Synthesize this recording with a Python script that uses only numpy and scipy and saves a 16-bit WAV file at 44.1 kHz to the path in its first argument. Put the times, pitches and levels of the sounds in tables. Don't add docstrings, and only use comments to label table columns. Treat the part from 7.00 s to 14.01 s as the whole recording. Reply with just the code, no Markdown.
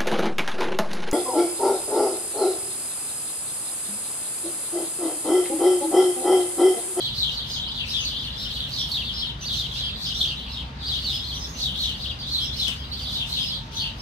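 import sys
import numpy as np
from scipy import signal
from scipy.fft import rfft, irfft, next_fast_len
from scipy.io import wavfile
from scipy.ndimage import uniform_filter1d, map_coordinates

SR = 44100
rng = np.random.default_rng(int(sys.argv[2]) if len(sys.argv) > 2 else 0)


def put_to_file(sound):
    columns = np.atleast_2d(sound).T
    safe = np.clip(columns, -1, 1)
    whole_steps = np.round(safe * 32767)
    wavfile.write(sys.argv[1], SR, whole_steps.astype(np.int16))


N = 309141

# start_s, length_s, pitch_hz, level_db, left_minus_right_db, rasp_db
CHEEPS = [(0.17, 0.14, 3867, -23, 2.5, -45), (0.897, 0.15, 3594, -26.0, 3, -49),
          (1.906, 0.13, 3830, -26.5, 0.5, -44), (2.543, 0.13, 3880, -26.5, 0, -43),
          (3.177, 0.16, 3700, -25, -1, -42.5), (4.029, 0.16, 3940, -26.5, 0, -48),
          (4.597, 0.116, 4000, -25, 1.5, -42), (4.79, 0.13, 3827, -24.5, 1.5, -43),
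          (5.301, 0.16, 3974, -24.5, -1.5, -46.5), (5.619, 0.11, 3545, -25.5, 11, -42),
          (6.115, 0.14, 3890, -28.5, 2, -44.5)]
# start_s, length_s, pitch_hz, level_db, left_minus_right_db, rasp_db
CHURRS = [(0.741, 0.11, 3590, -28.5, 3, -53), (1.528, 0.16, 3980, -30.5, -1.5, -47.5),
          (1.709, 0.16, 4137, -28, 1, -46.5), (2.745, 0.16, 3820, -29, -2, -48.5),
          (3.378, 0.149, 3580, -39, 0, -66), (3.507, 0.126, 3777, -33.5, 0.5, -55.5),
          (6.294, 0.16, 3940, -26, 2.5, -42), (6.752, 0.15, 3664, -30, 2, -51)]
# start_s, length_s, pitch_hz, level_db, left_minus_right_db, rasp_db
CHIRRUPS = [(0.007, 0.15, 4435, -30.0, -2, -46), (0.32, 0.16, 4810, -33, 3, -49),
            (0.495, 0.17, 4540, -29, 2, -48), (1.046, 0.13, 4685, -32.5, 1.5, -48),
            (1.218, 0.13, 4520, -33, 1.5, -51.5), (1.395, 0.13, 4413, -30.5, 4, -48),
            (2.03, 0.15, 4796, -35, -0.5, -65), (2.159, 0.16, 4510, -28.5, 3, -54),
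            (2.443, 0.12, 4810, -28, -1, -48), (3.001, 0.14, 4720, -29.5, 2, -47.5),
            (3.843, 0.159, 4880, -26, 3, -52), (4.254, 0.14, 4654, -31.5, 1, -50.5),
            (4.996, 0.13, 4600, -30.5, 5.5, -50.5), (5.993, 0.16, 4930, -33, -3.5, -48),
            (6.462, 0.13, 4740, -28.5, -2, -57)]
# start_s, length_s, pitch_hz, level_db, left_minus_right_db, rasp_db
CHIPS = [(0.485, 0.093, 5080, -39, 0.5, -60), (0.489, 0.1, 6580, -46, 1, -52),
         (0.886, 0.042, 5370, -37, 2.5, -45), (0.992, 0.065, 6300, -39, 4, -51.5),
         (1.375, 0.1, 5310, -39.5, 1, -52), (1.782, 0.046, 5460, -33.5, -1.5, -45.5),
         (1.913, 0.016, 4286, -26, 0, -56), (2.13, 0.093, 5130, -36.5, 1, -54),
         (2.408, 0.047, 6190, -39.5, 1, -63), (2.73, 0.11, 5100, -45, -2, -62),
         (3.048, 0.058, 5100, -35.5, 0, -48), (3.132, 0.075, 5690, -42.5, -2, -59),
         (3.204, 0.0223, 3760, -21.5, 1, -56), (3.513, 0.041, 5170, -42, 1, -66),
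         (3.921, 0.12, 4870, -46.5, 1, -47.5), (4.115, 0.09, 5180, -37, -0.5, -44.5),
         (4.333, 0.12, 6080, -43, 1.5, -47.5), (4.403, 0.062, 5390, -38.5, -1, -55),
         (4.461, 0.107, 6470, -49, 0.5, -54), (4.542, 0.085, 6300, -44.5, 0, -56),
         (5.184, 0.057, 4670, -38.5, 2.5, -59), (5.4, 0.09, 5330, -39, -1, -47.5),
         (5.56, 0.057, 5320, -39.5, -2.5, -46), (5.913, 0.052, 4420, -33, -1.5, -56),
         (6.391, 0.12, 5130, -38, -1, -44.5), (6.751, 0.038, 6190, -39.5, -4, -51),
         (6.785, 0.059, 4484, -31.5, -0.5, -62.5), (6.99, 0.057, 5500, -41, 1.5, -55.5)]
# start_s, length_s, pitch_hz, level_db, left_minus_right_db
SLURS = [(0.003, 0.067, 3203, -26.0, 2.5), (0.663, 0.062, 3030, -29, 2), (1.105, 0.083, 2960, -30, 0),
         (1.345, 0.064, 3490, -33.5, 4.5), (2.709, 0.087, 3293, -31.5, 0), (2.896, 0.079, 3370, -32.5, -2),
         (3.1, 0.073, 3050, -29.5, 0.5), (3.808, 0.055, 3710, -37, 0), (4.19, 0.068, 3440, -30.5, 4),
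         (4.748, 0.056, 3510, -28, 1), (5.224, 0.075, 3455, -30.5, 1.5), (5.482, 0.071, 3454, -30, 2),
         (5.789, 0.075, 3205, -36, 3), (5.925, 0.066, 3270, -36.0, 1.5)]


def from_db(db):
    return 10 ** (np.asarray(db) / 20)


def rms_one(x):
    return x / np.sqrt(np.mean(x ** 2) + 1e-20)


def steady(x):
    return x / np.sqrt(uniform_filter1d(np.mean(x ** 2, axis=0), size=4000) + 1e-9)


def in_time(rows):
    s, *columns = np.transpose(rows)
    return [np.interp(np.arange(N) / SR, s, c) for c in columns]


def at_hz(points, hz):
    points_hz, values = np.transpose(points)
    return np.interp(np.log(hz), np.log(points_hz), values)


def add(out, sound, s):
    start = int(np.clip(s * SR, 0, N))
    out[..., start:start + sound.shape[-1]] += sound[..., :N - start]


def swells(rows):
    power = np.zeros(N)
    for s, length, db in rows:
        hump = from_db(db) ** 2 * np.hanning(int(length * SR))
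        already_past = int(max(-s, 0) * SR)
        add(power, hump[already_past:], s)
    return power


def drift(rate):
    step = 40
    r = np.exp(-2 * np.pi * rate * step / SR)
    slow = signal.lfilter([1], [1, -2 * r, r * r], rng.standard_normal(N // step + 2002))
    slow = slow[2000:]
    return np.interp(np.arange(N) / step, np.arange(len(slow)), rms_one(slow))


def banded_noise(spectrum, patchy_db):
    # band_hz, correlation (-1 to 1)
    likeness = [(50, 0.99), (125, 0.97), (250, 0.89), (500, 0.7), (1000, -0.45), (2500, 0.24),
                (15000, -0.1)]
    edges = 25 * 2 ** (np.arange(29) / 3)
    out = 0
    white = rng.standard_normal((2, 2, N))
    for k, (low, high) in enumerate(zip(edges, edges[1:])):
        if high < spectrum[0][0] or low > spectrum[-1][0]:
            continue
        band = signal.butter(2, [low, high], "band", fs=SR, output="sos")
        mid, side = signal.sosfilt(band, white[k % 2])
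        hz = np.sqrt(low * high)
        alike = at_hz(likeness, hz)
        gain = from_db(at_hz(spectrum, hz) + patchy_db * drift(6.0))
        out = out + gain * (np.sqrt(1 + alike) * mid + np.sqrt(1 - alike) * side * [[1], [-1]])
    return rms_one(out)


def far_tone(hz, waver_db=2.0, wander=0.0032):
    phase = 2 * np.pi * np.cumsum(hz * (1 + wander * drift(2.58))) / SR
    return rms_one(np.sin(phase) * from_db(waver_db * drift(2.0)))


def rumble_and_road():
    # time_s, rumble_db, road_hiss_db
    course = [(0.0, -38.5, -47.5), (2.83, -37, -47), (6.15, -37, -47), (7.01, -37, -46.5)]
    # band_hz, density_db (per Hz)
    rumble_spectrum = [(15, -43), (25, -17), (44, -2), (65, -2), (91, -3.5), (139, -6), (167, -9.5),
                       (247, -11), (330, -26), (430, -36), (730, -120)]
    # band_hz, density_db (per Hz)
    road_spectrum = [(200, -36), (300, -4), (500, -1.5), (800, -1.5), (950, 1.5), (1300, -2.5),
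                     (2200, -6.5), (4000, -4.5), (8000, -35.5), (15000, -74)]
    rumble_db, road_db = in_time(course)
    low_cut = signal.butter(6, 42, "high", fs=SR, output="sos")
    rumble = rms_one(signal.sosfilt(low_cut, banded_noise(rumble_spectrum, patchy_db=1.0)))
    road = banded_noise(road_spectrum, patchy_db=1.3)
    return from_db(rumble_db - 1.5) * rumble + from_db(road_db + 3.0) * road


def engine():
    # time_s, firing_rate_hz, level_db
    course = [(0, 56.54, -49), (1.5, 58.4, -45.5), (2.7, 58.9, -42.5), (4, 65.3, -40.5), (5.5, 67, -39.5),
              (6.1, 65, -42.5), (7.01, 56.26, -48)]
    # multiple, relative_level_db
    orders = [(1, 0.5), (2, -10), (3, -14.5), (4, -13.5)]
    firing_hz, engine_db = in_time(course)
    harmonics = sum(from_db(db) * far_tone(multiple * firing_hz) for multiple, db in orders)
    return from_db(engine_db - 1.0) * harmonics


def traffic():
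    hum_hz, hum_db = 136.8, -48.5
    return rumble_and_road() + engine() + from_db(hum_db) * far_tone(hum_hz)


def whine():
    # start_s, length_s, pitch_hz, level_db
    whine_rows = [(0.0, 0.94, 929, -60.5), (1.851, 0.62, 928, -61.5), (3.42, 0.44, 916, -55.5),
                  (3.76, .22, 811.5, -57), (6.121, 0.27, 911, -57), (6.532, 0.46, 906, -52.5)]
    out = np.zeros(N)
    for s, length, hz, db in whine_rows:
        swell = signal.windows.tukey(int(length * SR), .4)
        add(out, from_db(db) * swell * far_tone(hz)[:len(swell)], s)
    return out


def crown(x, first_s=0.002, bough_db=4, t60_s=0.28):
    t = np.arange(SR) / SR
    echoes = rng.standard_normal((2, SR)) * from_db(bough_db * rng.standard_normal((2, SR)))
    echoes = echoes * from_db(-60 * t / t60_s) * (1 - np.exp(-t / first_s))
    echoes /= np.sqrt(np.sum(echoes ** 2, axis=1, keepdims=True))
    return signal.fftconvolve(x, echoes, axes=1)[:, :N]


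def panned(pan_db):
    return rms_one(from_db(np.array([[pan_db], [-pan_db]]) / 2))


def at_perch(sound, pan_db, lag_per_db=2.5):
    lag = int(round(np.clip(lag_per_db * pan_db, -24, 24)))
    padded = np.pad(sound, abs(lag))
    return panned(pan_db) * np.array([padded, np.roll(padded, lag)])


def chirp(length, pitch_hz, shape, chance, hoarse=.14):
    # multiple, relative_level_db
    partials = [(1, 0), (2, -30), (3, -30), (4, -35)]
    buzz_hz, buzz_swing_hz, buzz_flutter = 330, 290, .66
    warble_hz, warble_swing_hz = 60, 65
    fade_s = 0.0054
    u = np.linspace(0, 1, int(length * SR))
    share, *columns = np.transpose(shape)
    ratio, level_db, rough = (uniform_filter1d(np.interp(u, share, c), size=300, mode="nearest")
                              for c in columns)
    shake, throb = (map_coordinates(row, [u * length * 2 * buzz_hz], mode="mirror") for row in chance)
    warble = map_coordinates(chance[0][::-1], [u * length * 2 * warble_hz], mode="mirror")
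    buzz = np.hypot(rough, hoarse)
    glide_hz = pitch_hz * ratio
    phase = 2 * np.pi * np.cumsum(glide_hz + warble_swing_hz * warble + buzz * buzz_swing_hz * shake) / SR
    tone = sum(from_db(db) * np.sin(k * phase) * (k * glide_hz < SR / 2) for k, db in partials)
    swell = signal.windows.tukey(len(u), 2 * fade_s / length) * from_db(level_db)
    return swell * rms_one(tone * np.exp(buzz * buzz_flutter * throb))


def far_birds(count=340, centre_hz=3700, spread=0.11, bend=.105, rough=0.34):
    out = np.zeros((2, N))
    for k in range(count):
        ratios = np.exp(spread * rng.uniform(-1.5, 1.5) + bend * rng.uniform(-2.0, 2.0, size=4))
        shape = [(share, ratio, 0, rough) for share, ratio in zip(np.linspace(0, 1, len(ratios)), ratios)]
        call = chirp(rng.uniform(.03, 0.072), centre_hz, shape, rng.standard_normal(size=(2, 128)))
        start_s = (k + rng.uniform(-1.1, 1)) / count * N / SR
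        add(out, at_perch(call, rng.normal(0, 5)), start_s)
    return out + crown(out)


def chatter(flock):
    far_db, floor_db = -7.5, -79
    lead_s, lag_s = 0.067, 0.072
    leaders = [*CHEEPS, *CHURRS, *CHIRRUPS, *SLURS]
    power = swells([(s - lead_s, lead_s + length + lag_s, db) for s, length, _, db, *_ in leaders])
    return from_db(far_db) * np.sqrt(power + from_db(floor_db) ** 2) * steady(flock)


def rasp(flock):
    # band_hz, density_db (per Hz)
    hiss_spectrum = [(5000, -2.5), (6300, -12), (7300, -23.5), (8600, -19), (9900, -35), (11800, -17.5),
                     (14500, -34), (15600, -30)]
    lead_s, burst_s = 0.047, 0.14
    linger_s, linger_share = 0.048, 0.45
    rattle_hz, rattle_db = 160, 1.2
    hiss_db, overtones_db, floor_db = 6.5, -4, -74.5
    hard_calls = [*CHEEPS, *CHURRS, *CHIRRUPS, *CHIPS]
    burst = swells([(s - lead_s, burst_s, db) for s, *_, db in hard_calls])
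    direct = burst * rms_one(from_db(rattle_db * drift(rattle_hz))) ** 2
    keep = np.exp(-1 / (linger_s * SR))
    lingering = signal.lfilter([1 - keep], [1, -keep], burst)
    power = (1 - linger_share) * direct + linger_share * lingering
    high_pass = signal.butter(8, 7500, "high", fs=SR, output="sos")
    overtones = steady(signal.sosfilt(high_pass, flock))
    hiss = banded_noise(hiss_spectrum, patchy_db=2.5)
    grain = from_db(overtones_db) * overtones + from_db(hiss_db) * hiss
    return np.sqrt(power + from_db(floor_db) ** 2) * grain


def twig():
    # start_s, level_db (onset of the noise, ahead of the low-pass and the near trim)
    tick_rows = [(4.8955, -24), (5.682, -12), (5.9965, -36)]
    out = np.zeros((2, N))
    t = np.arange(SR // 20) / SR
    decay = np.exp(-t / .001)
    for s, db in tick_rows:
        add(out, from_db(db) * rng.standard_normal((2, len(t))) * decay, s)
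    return signal.sosfilt(signal.butter(2, 8000, fs=SR, output="sos"), out)


def calls(rows, shape):
    out = np.zeros((2, N))
    chances = rng.standard_normal((len(rows), 2, 128))
    for (s, length, pitch_hz, db, pan_db, *_), chance in zip(rows, chances):
        call = chirp(length, pitch_hz, shape, chance)
        add(out, from_db(db) * at_perch(call, pan_db), s)
    return out


def near_birds():
    # share_of_length, pitch_ratio, level_db, roughness (0-1)
    cheep_shape = [(0, .93, -17, 0.2), (0.101, 1.13, -2, 0.16), (0.201, 1.12, -2.5, 0.22),
                   (.3, .99, 0.5, 0.52), (0.499, .96, -0.5, 0.79), (.62, .83, -6, 0.59),
                   (.78, .84, -3, 0.31), (1, .71, -10, 0.33)]
    # share_of_length, pitch_ratio, level_db, roughness (0-1)
    churr_shape = [(0, 1.04, -9, .9), (.25, 1.06, -2.5, .9), (0.601, 0.85, -1, 0.896),
                   (.8, .86, -0.5, 0.58), (1, 0.7, -5.5, .4)]
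    # share_of_length, pitch_ratio, level_db, roughness (0-1)
    chirrup_shape = [(0, .7, -5.5, .3), (.14, 0.94, -4.5, 0.29), (.26, .98, -2, .35), (.42, .74, -1, 0.346),
                     (.53, .65, -2.5, 0.36), (0.751, .88, -4, 0.29), (.88, .7, -2.5, 0.32),
                     (1, .62, -17.5, 0.27)]
    # share_of_length, pitch_ratio, level_db, roughness (0-1)
    slur_shape = [(0, 1.08, -2, 0.22), (.3, .95, -7, .15), (0.601, 1.06, -4.5, 0.17), (1, 1.28, -1, 0.17)]
    # share_of_length, pitch_ratio, level_db, roughness (0-1)
    chip_shape = [(0, .96, -4, .5), (.3, 0.98, 3.5, 0.53), (.7, .99, 1, 0.63), (1, .98, -2.5, 0.53)]
    # share_of_length, pitch_ratio, level_db, roughness (0-1)
    flick_shape = [(0, 0.85, -5, .25), (0.252, 1, -0.5, 0.3), (0.652, .82, -1, .3), (1, .73, -6, .25)]
    # start_s, length_s, pitch_hz, level_db, left_minus_right_db
    flick_rows = [(0.289, 0.063, 3970, -33.5, 1), (0.369, 0.041, 4680, -27.5, -2),
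                  (0.415, 0.041, 3860, -36, 1), (1.045, 0.04, 4750, -25, 2.5), (1.151, 0.064, 4140, -33, 1),
                  (1.195, 0.058, 3910, -33.5, 1), (1.504, 0.037, 4530, -32.5, 1),
                  (1.55, 0.035, 3800, -31.5, 1), (1.997, 0.034, 3740, -33.0, -1),
                  (2.049, 0.077, 3850, -30, 3.5), (2.496, 0.066, 3880, -28.5, -1.5),
                  (3.363, 0.056, 3980, -33.5, 1.5), (3.483, 0.047, 4630, -41, 1),
                  (3.927, 0.061, 3930, -30.5, 1.5), (4.438, 0.024, 4220, -32, 2.5),
                  (4.919, 0.057, 3740, -36.5, 1), (5.094, 0.032, 3450, -31.5, 1),
                  (5.587, 0.055, 4230, -23.5, 3), (5.985, 0.035, 3620, -35, 1),
                  (6.055, 0.074, 4100, -33, 0.5), (6.194, 0.048, 3850, -26.5, 3),
                  (6.762, 0.069, 3920, -29.5, 3)]
    kinds = [(CHEEPS, cheep_shape), (CHURRS, churr_shape), (CHIRRUPS, chirrup_shape),
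             (SLURS, slur_shape), (CHIPS, chip_shape), (flick_rows, flick_shape)]
    return sum(calls(rows, shape) for rows, shape in kinds)


def scene():
    near_db, scatter_db = -1.5, -3
    near = near_birds() + twig()
    flock = far_birds()
    close = from_db(near_db) * near + from_db(scatter_db) * crown(near)
    return traffic() + whine() + chatter(flock) + rasp(flock) + close


def record(dry):
    # band_hz, left_minus_right_db
    ports = [(300, 0.1), (1000, 0.5), (2300, 3.5), (3000, 3), (3500, 3.5), (4000, -1.5), (4600, -1.5),
             (5400, -5), (6400, 0.2), (8000, -0.5), (9500, 1.5), (12000, -4), (15000, -0.3)]
    size = next_fast_len(N + SR)
    lean_db = at_hz(ports, np.maximum(np.fft.rfftfreq(size, 1 / SR), 1))
    colour = from_db(np.array([lean_db, -lean_db]) / 2)
    heard = irfft(rfft(dry, size) * colour, size)[:, :N]
    top_cut = signal.ellip(12, .2, 80, 15750, fs=SR, output="sos")
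    return signal.sosfilt(top_cut, heard)


dry = scene()
out = record(dry)
put_to_file(out)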